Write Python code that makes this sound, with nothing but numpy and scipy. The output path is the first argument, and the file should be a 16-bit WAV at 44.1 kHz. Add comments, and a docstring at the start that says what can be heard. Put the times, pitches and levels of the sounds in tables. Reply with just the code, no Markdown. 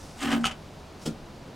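"""A walled yard outdoors, with a steady distant rumble, heard almost in mono.
A small trowel scoops wet mortar in a plastic bucket: grit scrapes under the blade, the push makes
the bucket's wall boom, and the blade clatters on the bucket as it is lifted out.
The load is then slapped onto a wall with a wet splat, a dull thud and a faint clink of the blade."""
import sys
import numpy as np
from scipy import signal
from scipy.fft import rfft, irfft, next_fast_len
from scipy.io import wavfile
from scipy.ndimage import map_coordinates

SR = 44100
rng = np.random.default_rng(int(sys.argv[2]) if len(sys.argv) > 2 else 0)


def int16_out(signal):
    """Quantize to a 16-bit WAV file."""
    q = np.round(np.clip(np.atleast_2d(signal).T, -1, 1) * 32767)
    wavfile.write(sys.argv[1], SR, q.astype(np.int16))


N = 68355
TIME = np.arange(N) / SR


def amp(db):
    """Decibels to gain."""
    return 10 ** (np.asarray(db) / 20)


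def unit(x):
    """Scale to rms 1."""
    return x / np.sqrt(np.mean(x ** 2) + 1e-20)


def faders(rows):
    """One gain curve for each dB column of a timed table; silent outside the rows."""
    times, *columns = np.transpose(rows)
    return [amp(np.interp(TIME, times, db, left=-120, right=-120)) for db in columns]


def wobble(rate):
    """A smooth random curve with `rate` knots a second."""
    return map_coordinates(rng.standard_normal(2000), [TIME * rate], mode="wrap")


def filtered(x, response):
    """Shape x with a response given as a function of Hz."""
    size = next_fast_len(N + SR // 2)
    return irfft(rfft(x, size) * response(np.fft.rfftfreq(size, 1 / SR)), size)[..., :N]


def eq(x, curve):
    """Pass x through a (Hz, dB) curve on a log frequency axis."""
    freqs, db = np.transpose(curve)
    return filtered(x, lambda hz: amp(np.interp(np.log(hz + 1), np.log(freqs + 1), db)))


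def noise(curve):
    """Smooth coloured noise, rms 1."""
    return unit(eq(rng.standard_normal(N), curve))


def grit(curve, grains_per_s, spread_db, hiss):
    """Sand-grain clicks of uneven size over smooth hiss, rms 1."""
    clicks = (rng.random(N) < grains_per_s / SR) * rng.choice([-1, 1], N)
    sizes = amp(spread_db * np.minimum(rng.exponential(size=N), 3))
    return unit(eq(unit(clicks * sizes) + hiss * rng.standard_normal(N), curve))


def burst(start, attack, t60):
    """Envelope of a hit: a quick rise and an exponential decay, all times in seconds."""
    age = np.maximum(TIME - start, 0)
    return (1 - np.exp(-age / attack)) * np.exp(-np.log(1000) * age / t60)


def ring(modes, start, attack):
    """Damped modes struck together."""
    age = TIME - start
    return sum(amp(db) * np.sin(2 * np.pi * hz * age) * burst(start, attack, t60)
               for hz, db, t60 in modes)


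# The scoop's swell. Each row: time in seconds, rasp level in dB, sandy treble level in dB.
SCOOP_LEVELS = [(.17, -61, -56), (.2, -41.5, -47), (.232, -32, -37), (.272, -36, -48.5), (.31, -33, -46),
                (.337, -26.5, -39.5), (.356, -35.5, -49), (.39, -45.5, -57), (.43, -59, -55)]
# Tone of the midrange rasp and of the sandy top. Each row: frequency in Hz, gain in dB.
RASP_EQ = [(260, -43), (450, -9.5), (596, -7.5), (672, -9), (782, -3), (930, -12), (1250, -4.5),
           (1370, -11), (1500, 0), (2310, -8.5), (3100, -5), (4060, -18), (6000, -23.5), (7800, -36),
           (13200, -120)]
SAND_EQ = [(2500, -8.5), (4500, -1.5), (6000, -3), (8300, -1), (10000, -9.5), (13000, -16.5), (16000, -29)]

def scoop():
    """The blade drags through the gritty mix in small uneven slips."""
    rasp_level, sand_level = faders(SCOOP_LEVELS)
    slips = amp(1.67 * wobble(150.3) - 1)
    rasp = rasp_level * slips * grit(RASP_EQ, grains_per_s=3500, spread_db=4, hiss=0.54)
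    sand = sand_level * slips * grit(SAND_EQ, grains_per_s=1800, spread_db=3.5, hiss=0.47)
    return with_blade_ring(rasp, ring_db=-7) + sand


# The push on the bucket. Each row: time in seconds, drive of the lower and of the upper modes in dB.
PUSH_LEVELS = [(.205, -46, -44), (.225, -33, -31), (.265, -25.5, -28.5), (.315, -27.5, -32),
               (.338, -20.5, -24.5), (.384, -25.5, -31), (.4, -27, -48), (.43, -30, -54), (.46, -46, -62)]
# The plastic wall's modes. Each row: pitch in Hz, level in dB, 60 dB decay time in seconds.
BUCKET_MODES = [(165, -15, .2), (233, .3, .21), (277, 0, .05), (343, -14, .1), (366, -17, .12)]
# Tone of the wall flexing. Each row: frequency in Hz, gain in dB.
FLEX_EQ = [(60, -18), (140, -5), (260, -1), (380, -3), (500, -12), (900, -34)]

def bucket_boom():
    """The push feeds the wall's low modes, which beat into a judder; the lower ones ring on."""
    hardest_push_s, upper_from_hz = .337, 255
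    flutter_db, wander_rad = .8, .15
    lower, upper = faders(PUSH_LEVELS)
    boom = amp(-11) * upper * noise(FLEX_EQ)
    for hz, db, t60 in BUCKET_MODES:
        decay = np.exp(-np.log(1000) / (t60 * SR))
        swing = signal.lfilter([1 - decay], [1, -decay], upper if hz > upper_from_hz else lower)
        level = amp(db + flutter_db * wobble(44))
        phase = 2 * np.pi * hz * (TIME - hardest_push_s) + wander_rad * wobble(36.4)
        boom += swing * level * np.sin(phase)
    return boom


# Blade hits on the bucket. Each row: start in seconds, crack level in dB, knock level in dB,
# the crack's 60 dB decay time in seconds.
BLADE_HITS = [(.442, -28.5, -9.5, 0.045), (0.4529, -22.5, -29, 0.038), (0.457, -24, -22.5, 0.039),
              (0.4671, -23, -37, 0.041), (0.477, -33.5, -48, 0.06), (0.493, -41, -44, 0.1),
              (.511, -35, -44, 0.081)]
# Tone of the crack. Each row: frequency in Hz, gain in dB.
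CRACK_EQ = [(200, -4), (500, -9.5), (800, -0.5), (1100, -9), (2000, -2), (3000, 3), (4100, -11), (6500, -8),
            (9500, -16), (12000, -25), (16000, -35)]
# The hollow knock. Each row: pitch in Hz, level in dB, 60 dB decay time in seconds.
KNOCK_MODES = [(1333, -2.5, .033), (1465, -7.5, 0.02), (1640, -18, 0.013)]

def clatter():
    """The blade grazes the rim, then knocks and chatters on its way out; light hits are duller."""
    dull_cutoff_hz, bright_above_db = 6500, -30.5
    bright = noise(CRACK_EQ)
    dull = filtered(bright, lambda hz: 1 / np.sqrt(1 + (hz / dull_cutoff_hz) ** 2))
    graze = amp(-34.5) * burst(start=.4345, attack=0.0018, t60=0.088) * dull
    cracks, knocks = np.zeros((2, N))
    for start, crack_db, knock_db, t60 in BLADE_HITS:
        texture = bright if crack_db > bright_above_db else dull
        cracks += amp(crack_db) * burst(start, attack=0.00026, t60=t60) * texture
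        knocks += amp(knock_db) * ring(KNOCK_MODES, start, attack=0.00085)
    return with_blade_ring(graze + cracks, ring_db=-7) + knocks


# Wet mortar landing. Each row: start in seconds, level in dB, attack and 60 dB decay time in seconds.
SPLAT_HITS = [(1.0545, -37, 0.00079, .06), (1.059, -30.5, 0.0013, 0.049), (1.0627, -29, 0.00064, 0.019),
              (1.069, -36, .003, 0.15)]
# Tone of the splat, the punch and the load spreading out. Each row: frequency in Hz, gain in dB.
SPLAT_EQ = [(300, 6.5), (550, 8), (900, -6.5), (1150, -6), (1380, 0), (1700, -3), (2400, -5.5), (3100, -1),
            (3900, -4), (5000, -2), (8500, -7), (12000, -18), (16000, -25)]
PUNCH_EQ = [(40, -20), (120, -3), (300, 0.5), (700, -1), (3000, -12)]
SQUASH_EQ = [(80, -33), (170, 8.5), (280, 2), (420, -10), (560, -6), (750, -29), (1500, -50)]
# The dull thud, and the clink of the blade meeting the wall.
# Each row: pitch in Hz, level in dB, 60 dB decay time in seconds.
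THUD_MODES = [(160.4, 0.5, 0.25), (227.5, -1.5, 0.26), (272, -4.5, 0.13), (314, -3.5, 0.16), (412, -9, .18),
              (514, -7, 0.19)]
CLINK_MODES = [(1394, -1, 0.16), (3000, -2, 0.076), (3300, -2, .06), (4410, -4, .07), (5000, 0, .045)]

def slap():
    """The load splats on the wall, stops with one punch, thuds and spreads; the blade rings faintly."""
    impact_s, pulse_width_s = 1.0646, 0.00067
    thud_s, thud_attack_s = 1.066, 0.0095
    spray = sum(amp(db) * burst(start, attack, t60) for start, db, attack, t60 in SPLAT_HITS)
    wet_grit = grit(SPLAT_EQ, grains_per_s=6000, spread_db=3, hiss=0.77)
    splat = with_blade_ring(spray * wet_grit, ring_db=-16)
    pulse = -amp(-19) * np.exp(-np.abs(TIME - impact_s) / pulse_width_s)
    punch = eq(pulse, PUNCH_EQ)
    clink = amp(-41.5) * ring(CLINK_MODES, impact_s, attack=.0003)
    squash = amp(-27.5) * burst(thud_s, thud_attack_s, t60=0.29) * noise(SQUASH_EQ)
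    thud = amp(-27) * ring(THUD_MODES, thud_s, thud_attack_s)
    return splat + punch + clink + squash + thud


# Resonances of blade and bucket. Each row: pitch in Hz, level in dB, 60 dB decay time in seconds.
BLADE_MODES = [(791.6, -9, 0.18), (1263, 3.5, 0.096), (1350, -2, 0.092), (1379, 0, .12), (1510, -6, 0.1),
               (1718, -8, 0.13), (2170, -12, 0.075), (2620, -8, .08), (2714, -22, .08), (3002, -12, .08),
               (3060, -11, 0.072), (3410, -13, 0.083)]

def with_blade_ring(contact, ring_db):
    """A contact sound plus the ringing it excites, ring_db relative to its own level."""
    ringing = signal.fftconvolve(contact, ring(BLADE_MODES, start=0, attack=0.00065))[:N]
    return contact + amp(ring_db) * unit(ringing) * np.std(contact)


# The hollow rub's swell. Each row: time in seconds, level in dB.
RUB_LEVELS = [(.19, -67), (.24, -46), (.3, -41), (.345, -37), (.39, -43.5), (.43, -52), (.5, -44),
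              (.57, -56.5)]
# Its tone. Each row: frequency in Hz, gain in dB.
RUB_EQ = [(300, -5), (450, -14), (610, -1), (860, 0), (1000, 0), (1250, -11), (1550, -4), (2200, -16),
          (4000, -48)]

def mortar_rub():
    """Heavy mortar rubs round the inside of the bucket and settles."""
    level, = faders(RUB_LEVELS)
    return level * grit(RUB_EQ, grains_per_s=500, spread_db=2, hiss=0.88)


# The sliding hiss's swell. Each row: time in seconds, level in dB.
SLIDE_LEVELS = [(0, -53), (.08, -54), (.17, -58), (.22, -63), (.97, -72), (1.025, -51.5), (1.05, -53.5),
                (1.08, -75)]
# Its tone. Each row: frequency in Hz, gain in dB.
SLIDE_EQ = [(700, -10), (1300, 4), (2200, -7.5), (4000, -1.5), (5500, 4.5), (7500, -2), (10300, -5),
            (12000, -12), (16000, -20)]

def mortar_slide():
    """Mortar hisses faintly along the blade before the scoop and before the slap."""
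    level, = faders(SLIDE_LEVELS)
    return level * grit(SLIDE_EQ, grains_per_s=3000, spread_db=1.5, hiss=0.96)


def yard_reflections(x):
    """A short diffuse answer from the surrounding walls."""
    tail = rng.standard_normal(N) * burst(start=0.0058, attack=0.00092, t60=0.098)
    return signal.fftconvolve(x, tail / np.linalg.norm(tail))[:N]


# Tone of the outdoor bed. Each row: frequency in Hz, gain in dB.
RUMBLE_EQ = [(12, -28), (20, 2), (38, -5), (65, -5.5), (88, 2), (113, -7.5), (150, -1.5), (337, -9),
             (399, -9), (499, -11.5), (574, -10.5), (976, -14), (1060, -17), (1400, -19), (1660, -22.5),
             (4670, -26.5), (16000, -47.5)]

def distant_rumble():
    """Steady outdoor air: a low rumble with a faint hiss on top."""
    return amp(-44.5) * noise(RUMBLE_EQ)


# Stereo width across the spectrum. Each row: frequency in Hz, side-channel gain in dB.
SIDE_EQ = [(30, -31), (125, -20), (300, -12), (650, -6.5), (1500, -8.5), (4500, -12), (8500, -14),
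           (12000, -42)]

def scene():
    """The trowel work sits in the middle; reflections and outdoor air give a little width."""
    work = scoop() + mortar_rub() + clatter() + slap() + mortar_slide()
    mid = work + amp(-15.5) * yard_reflections(work) + distant_rumble()
    side = eq(amp(-3) * yard_reflections(work) + amp(-2.5) * distant_rumble(), SIDE_EQ)
    boom_phase_rad = np.array([[0.23], [-0.23]])  # the boom reaches the left slightly earlier
    boom = filtered(bucket_boom(), lambda hz: np.exp(1j * boom_phase_rad))
    return np.array([mid + side, mid - side]) + boom


def record(dry):
    """A brick-wall low-pass trims the very top."""
    return filtered(dry, lambda hz: hz < 16050)


dry = scene()
out = record(dry)
int16_out(out)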